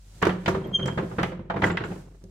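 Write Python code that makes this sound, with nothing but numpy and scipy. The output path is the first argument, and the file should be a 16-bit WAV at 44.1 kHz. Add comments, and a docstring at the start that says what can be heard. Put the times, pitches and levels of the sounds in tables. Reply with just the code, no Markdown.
"""A wooden bench vise is wound shut on a hard plastic ball in a small workshop.
A sleeve rustles close by over a low steady hum. From 0.2 s the loose screw and jaw clunk and rattle
at each turn and set the bench booming, while the dry thread grinds and squeaks, loudest at 0.75 s.
Between 1.6 and 1.8 s the ball snaps into a new seat three times, its shell ringing briefly.
The grinding then dies away, and one faint knock ends the scene."""
import sys
import numpy as np
from scipy import signal
from scipy.fft import rfft, irfft
from scipy.io import wavfile

SR = 44100
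rng = np.random.default_rng(int(sys.argv[2]) if len(sys.argv) > 2 else 0)


def materialize(psi):
    """Save the field psi as 16-bit PCM at rate SR to the path in sys.argv[1].

    A 1-D psi becomes a single channel; in a 2-D psi each row is a channel.
    """
    bounded = np.clip(np.atleast_2d(psi).T, -1, 1)
    quanta = np.round(bounded * 32767).astype(np.int16)
    wavfile.write(sys.argv[1], SR, quanta)


N = 101429

# Knocks of the loose screw and jaw: start_s, thump_db, body_db, clack_db, clack_hz, rattle_s
KNOCKS = [(.216, -45, -29.5, -26.5, 1740, 0.0068), (.226, -24, -22.5, -13.5, 1620, .0025),
          (.251, -41, -28.5, -21.5, 2080, 0.003), (.266, -25, -13, -15.5, 1080, .0024),
          (.293, -25.5, -36.5, -21.5, 1750, 0.0022), (0.459, -34.5, -37, -19, 3050, 0.0026),
          (.478, -21.5, -18.5, -15.5, 1250, 0.0032), (.546, -27, -33, -24.5, 990, 0.003),
          (.792, -29, -48, -33, 1530, 0.0024), (0.826, -32, -46, -40.5, 1010, .0061),
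          (.856, -25.5, -36.5, -29, 1310, .0023), (.878, -46, -32.5, -26.5, 1430, 0.0035),
          (.974, -25, -32.5, -24, 1200, .007), (1.021, -31.5, -31, -35.5, 830, 0.0078),
          (1.113, -57, -52, -35, 1060, 0.0018), (1.183, -26.5, -27, -23.5, 1450, 0.0071),
          (1.212, -28.5, -42.5, -34, 1420, 0.0045), (1.229, -25.5, -22.5, -20, 2050, .0035),
          (1.315, -44.5, -35, -38.5, 1270, .0056), (1.392, -33.5, -37.5, -37.5, 800, 0.0015),
          (1.4987, -33.5, -43.5, -21, 1017, 0.0034), (1.54, -33, -44.5, -29, 800, 0.0027),
          (1.56, -29, -29.5, -28.5, 1020, 0.0069), (1.62, -33.5, -27, -17, 1850, 0.0018),
          (1.631, -22, -26, -20, 1210, 0.0072), (1.661, -24, -35, -28, 1600, 0.0073),
          (1.697, -30.5, -30.5, -26, 1760, .005), (1.771, -37.5, -33.5, -19, 2340, .0012),
          (1.802, -46, -37.5, -33, 1420, 0.0074), (1.8373, -33, -30, -23, 1570, 0.0017),
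          (1.914, -50.5, -35.5, -39, 1380, 0.00363), (2.239, -43.5, -53.5, -62, 1343, 0.0014)]


def amp(db):
    """Decibels to gain."""
    return 10 ** (np.asarray(db) / 20)


def unit_rms(x):
    """Scales a signal to rms 1."""
    return x / np.sqrt(np.mean(x ** 2) + 1e-20)


def curve_at(points, hz):
    """Reads a curve on a log-frequency axis."""
    f, value = np.transpose(points)
    return np.interp(np.log(hz + 1), np.log(f + 1), value)


def fader(points):
    """Gain over time from points of time_s, level_db."""
    return amp(np.interp(np.arange(N) / SR, *np.transpose(points)))


def add(mix, start_s, sound):
    """Mixes a sound in at its start time."""
    part = mix[..., max(round(start_s * SR), 0):][..., :sound.shape[-1]]
    part += sound[..., :part.shape[-1]]


def convolve(x, response):
    """Plays each channel through an impulse response."""
    return signal.fftconvolve(np.atleast_2d(x), np.atleast_2d(response), axes=1)[:, :N]


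def colour(x, eq, peaks=(), size=8192):
    """Minimum-phase EQ of unit energy: a broad curve with resonances on top."""
    hz = abs(np.fft.fftfreq(size, 1 / SR))
    resonances = sum(amp(db) / (1 + (2 * (hz - f) / width) ** 2) for f, width, db in peaks)
    gain = amp(curve_at(eq, hz)) * (1 + resonances)
    response = np.fft.ifft(np.exp(np.conj(signal.hilbert(np.log(gain))))).real[:size // 2]
    return convolve(x, response / np.linalg.norm(response))


def grains(size, spread_db):
    """Mid and side noise made of tiny contacts of uneven strength."""
    return unit_rms(rng.standard_normal((2, size)) * amp(spread_db * rng.standard_normal(size)))


def wander(size, rate_hz):
    """Smooth random motion of rms 1."""
    rolloff = 1 + (np.fft.rfftfreq(size, 1 / SR) / rate_hz) ** 4
    return unit_rms(irfft(rfft(rng.standard_normal(size)) / rolloff, size))


def ring(modes):
    """Impulse response of a set of decaying modes."""
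    t = np.arange(SR) / SR
    return sum(amp(db - 60 * t / t60) * np.cos(2 * np.pi * hz * t) for hz, db, t60 in modes)


def room_tone():
    """A low steady hum over the air of the room."""
    # Partials of the hum: pitch_hz, level_db
    hum = [(47, -49.5), (99, -61.5)]
    # Colour of the air: freq_hz, gain_db
    air_eq = [(20, -7), (130, 9), (700, -43), (2000, -69.5), (16000, -50.5)]
    t = np.arange(N) / SR
    out = amp(-59) * colour(rng.standard_normal((2, N)), air_eq)
    out[0] += sum(amp(db) * unit_rms(np.sin(2 * np.pi * (hz * t + rng.random()))) for hz, db in hum)
    return out


def workshop_reverb(send):
    """Reverb of a small room: two noise tails slowly cross-faded so its colour varies."""
    # Decay of the room: freq_hz, t60_s
    decay = [(60, 0.15), (200, 0.36), (4000, 0.47), (16000, 0.12)]
    fade_in = np.minimum(np.arange(SR) / SR / 0.0075, 1)
    out = 0
    for blend in (np.sin, np.cos):
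        hz, t, bands = signal.stft(rng.standard_normal((2, SR)), SR, nperseg=256)
        bands *= amp(-60 * t / curve_at(decay, hz)[:, None])
        tail = signal.istft(bands, SR, nperseg=256)[1][:, :SR] * fade_in
        feed = send[0] * blend(np.pi * np.arange(N) / SR)
        out = out + convolve(feed, amp(-13) * tail / np.linalg.norm(tail[0]))
    return out


def sleeve_rustle():
    """Cloth fibres rub with a soft, fluttering hiss."""
    # Swells of the rustle: time_s, level_db
    swells = [(0, -67), (.29, -55.5), (.37, -66), (.53, -58), (.68, -70.5), (.87, -63), (1.29, -60),
              (1.38, -80), (1.49, -86), (1.68, -50.5), (1.8, -90.5), (1.85, -59.5), (1.99, -61),
              (2.09, -70.5), (2.3, -72.5)]
    # Colour of the cloth: freq_hz, gain_db
    cloth_eq = [(200, 10), (2000, 2.5), (7500, 3.5), (16000, -11.5)]
    flutter = unit_rms(amp(0.62 * wander(N, rate_hz=41)))
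    return colour(grains(N, spread_db=2) * flutter * fader(swells), cloth_eq)


def screw_grind():
    """The turning screw grinds unevenly through the bench."""
    # Swells of the grinding: time_s, level_db
    swells = [(0, -79), (.2, -51), (.3, -32), (.42, -39.5), (.58, -31.5), (.73, -38.5), (.87, -35.5),
              (1.28, -39), (1.48, -51), (1.58, -31.5), (1.98, -38), (2.08, -54), (2.3, -58.5)]
    # Colour of the grinding: freq_hz, gain_db
    grind_eq = [(40, -35), (95, -5.5), (180, 1.5), (250, -12.5), (370, -8), (700, -21), (2000, -34),
                (16000, -77)]
    judder = unit_rms(amp(3.26 * wander(N, rate_hz=47)))
    return colour(grains(N, spread_db=4) * judder * fader(swells), grind_eq)


def thread_squeaks():
    """The dry thread sings briefly; the louder squeaks sag in pitch as it lets go."""
    # Squeaks: peak_s, pitch_hz, level_db, rise_s, fall_s, sag_hz
    squeaks = [(0.306, 3227, -39, 0.0022, .004, 3), (.646, 3210, -49, 0.0048, 0.011, -4),
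               (.674, 12100, -59, 0.00299, 0.0047, 2), (.754, 3205, -18, 0.011, .014, 59),
               (0.8314, 3204, -26, 0.0036, 0.0033, 164.5)]
    # Harmonics, from the fundamental up: level_db
    harmonics = [-7.5, -34, -51.5]
    out, t = np.zeros((2, N)), np.arange(-2048, 2048) / SR
    for peak_s, hz, db, rise_s, fall_s, sag_hz in squeaks:
        jitter = .0035 * wander(len(t), rate_hz=260)
        pitch = hz * (1 + jitter) - sag_hz * np.clip(t / fall_s, 0, 1.3) ** 2
        phase = 2 * np.pi * np.cumsum(pitch) / SR
        tone = sum(gain * np.sin(k * phase) for k, gain in enumerate(amp(harmonics), 1))
        swell = np.exp(-abs(t / np.where(t < 0, rise_s, fall_s)) ** 1.61)
        add(out, peak_s + t[0], amp(db) * unit_rms(tone) * swell * np.array([[1], [.2]]))
    return out


def edge_ticks():
    """Hard edges catch with short bright ticks."""
    # Ticks: start_s, level_db, decay_s
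    ticks = [(0.2242, -35.5, .004), (0.2538, -29, 0.00093), (0.27, -39.5, 0.0074), (.4592, -43, .0015),
             (0.48, -39.5, 0.019), (.858, -40, 0.0053), (0.876, -47.5, 0.011), (1.2318, -35, 0.0022),
             (1.64, -44.5, 0.023), (2.2395, -53, 0.0032)]
    # Colour of a tick: freq_hz, gain_db
    tick_eq = [(1500, -17), (6200, 0.5), (9000, -10.5), (16000, -20)]
    out, t = np.zeros((2, N)), np.arange(SR) / SR
    for start_s, db, decay_s in ticks:
        add(out, start_s, amp(db) * grains(SR, spread_db=4) * np.exp(-t / decay_s))
    return colour(out, tick_eq)


def washer_chinks():
    """A steel washer chatters on one high mode as it shifts."""
    # Chinks: start_s, level_db
    chinks = [(0.873, -37.5), (1.665, -41), (1.717, -45.5), (1.847, -47.5)]
    out, steel = np.zeros((2, N)), ring([(7320, 0, .08)])
    for start_s, db in chinks:
        chatter = np.array([wander(SR, rate_hz=130) for _ in out])
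        add(out, start_s, amp(db) * steel * chatter)
    return out


def ball_slips():
    """The ball snaps into a new seat and its hard shell rings; a shorter contact sounds sharper."""
    # Slips between the jaws: start_s, level_db, contact_s
    slips = [(1.6401, -8, 0.00044), (1.702, -22.5, .0005), (1.774, -16.5, 0.00041)]
    # Modes of the shell: pitch_hz, level_db, t60_s
    shell_modes = [(1605, -5.5, 0.063), (1738, 15, 0.0091), (1980, 10, 0.021), (3250, 1.5, 0.025)]
    out, t = np.zeros((2, N)), np.arange(SR) / SR
    shell = ring(shell_modes) * np.minimum(t / 0.0023, 1)
    for start_s, db, contact_s in slips:
        blow = np.sin(np.pi * np.minimum(t / contact_s, 1)) ** 2
        add(out[:1], start_s, amp(db) * convolve(blow / blow.sum(), shell))
    return out


def bench_boom():
    """Each knock pushes the bench, which booms in its low modes."""
    # Modes of bench and jaw: pitch_hz, level_db, t60_s
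    bench_modes = [(96.6, -0.5, 0.16), (138.4, 0, 0.15), (170.5, -5, 0.24), (180.4, -2, 0.36),
                   (338, -5.5, 0.23), (384.5, -4, 0.4), (509.3, 4.5, 0.095)]
    push_s = 0.0023
    pushes, t = np.zeros(N), np.arange(512) / SR
    pulse = np.sin(np.pi * np.minimum(t / push_s, 1)) ** 2
    for start_s, thump_db, *_ in KNOCKS:
        add(pushes, start_s, amp(thump_db) * pulse / pulse.sum())
    return convolve(pushes, ring(bench_modes)) * np.array([[1], [0]])  # mid only


def vise_knocks():
    """The loose screw and jaw clunk: a hard contact in a short rattle, with quick echoes off the bench."""
    # Colour of the wooden body: freq_hz, gain_db
    body_eq = [(30, -40.5), (200, -5), (310, 1.5), (700, 1), (1600, -26), (16000, -94.5)]
    # Colour of the clack: freq_hz, gain_db
    clack_eq = [(100, -51.5), (500, 19.5), (2100, 5.5), (2550, 2.5), (3700, -1), (5000, -9.5),
                (16000, -26.5)]
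    # Ring of the wooden jaws: pitch_hz, width_hz, gain_db
    jaw_peaks = [(327.4, 68, 4.5), (666.6, 25, 1.5), (934, 40, -4), (1427, 30, -9)]
    echo_t60_s, contact_share = 0.11, 0.25
    bodies, clacks = np.zeros((2, 2, N))
    t = np.arange(6000) / SR
    for start_s, _, body_db, clack_db, clack_hz, rattle_s in KNOCKS:
        rattle = t / rattle_s * np.exp(1 - t / rattle_s)
        echoes = unit_rms(amp(-60 * t / echo_t60_s) * np.minimum(t / rattle_s / 2, 1))
        echoes *= amp(1) * np.sqrt(np.mean(rattle ** 2))  # 1 dB more energy than the rattle
        burst = grains(len(t), spread_db=4) * np.hypot(rattle, echoes)
        burst[0, int(rattle_s * SR / 2)] -= contact_share * np.linalg.norm(rattle)
        clack = signal.lfilter(*signal.iirpeak(clack_hz, Q=1.17, fs=SR), burst)
        add(bodies, start_s, amp(body_db) * burst)
        add(clacks, start_s, amp(clack_db + 1) * clack)
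    return colour(bodies, body_eq, jaw_peaks) + colour(clacks, clack_eq, jaw_peaks)


def scene():
    """Mixes the sources and the room in mid and side, then spreads them to left and right."""
    # Stereo width: freq_hz, side_db
    width = [(170, -23), (350, -12.5), (700, -2), (2300, -1.5), (5000, 0)]
    # Stereo balance: freq_hz, left_over_right_db
    balance = [(100, 0.5), (700, -2.5), (2000, -1), (5500, -3), (14000, 2.5)]
    clatter = vise_knocks() + edge_ticks() + washer_chinks()
    boom, squeaks = bench_boom(), thread_squeaks()
    reverb = workshop_reverb(clatter + amp(10) * boom + amp(1.5) * squeaks)
    vise = amp(-1.5) * (clatter + ball_slips() + boom + reverb)
    mid, side = rfft(vise + squeaks + screw_grind() + sleeve_rustle() + room_tone(), 2 * N)
    hz = np.fft.rfftfreq(2 * N, 1 / SR)
    side *= amp(curve_at(width, hz))
    lean = amp(curve_at(balance, hz) / 2)
    return irfft([(mid + side) * lean, (mid - side) / lean])[:, :N]


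def record(dry):
    """A steep low-pass trims the highest treble."""
    lowpass = signal.firwin(511, cutoff=15850, window=("kaiser", 9), fs=SR)
    return signal.oaconvolve(dry, lowpass[None], "same")


dry = scene()
out = record(dry)
materialize(out)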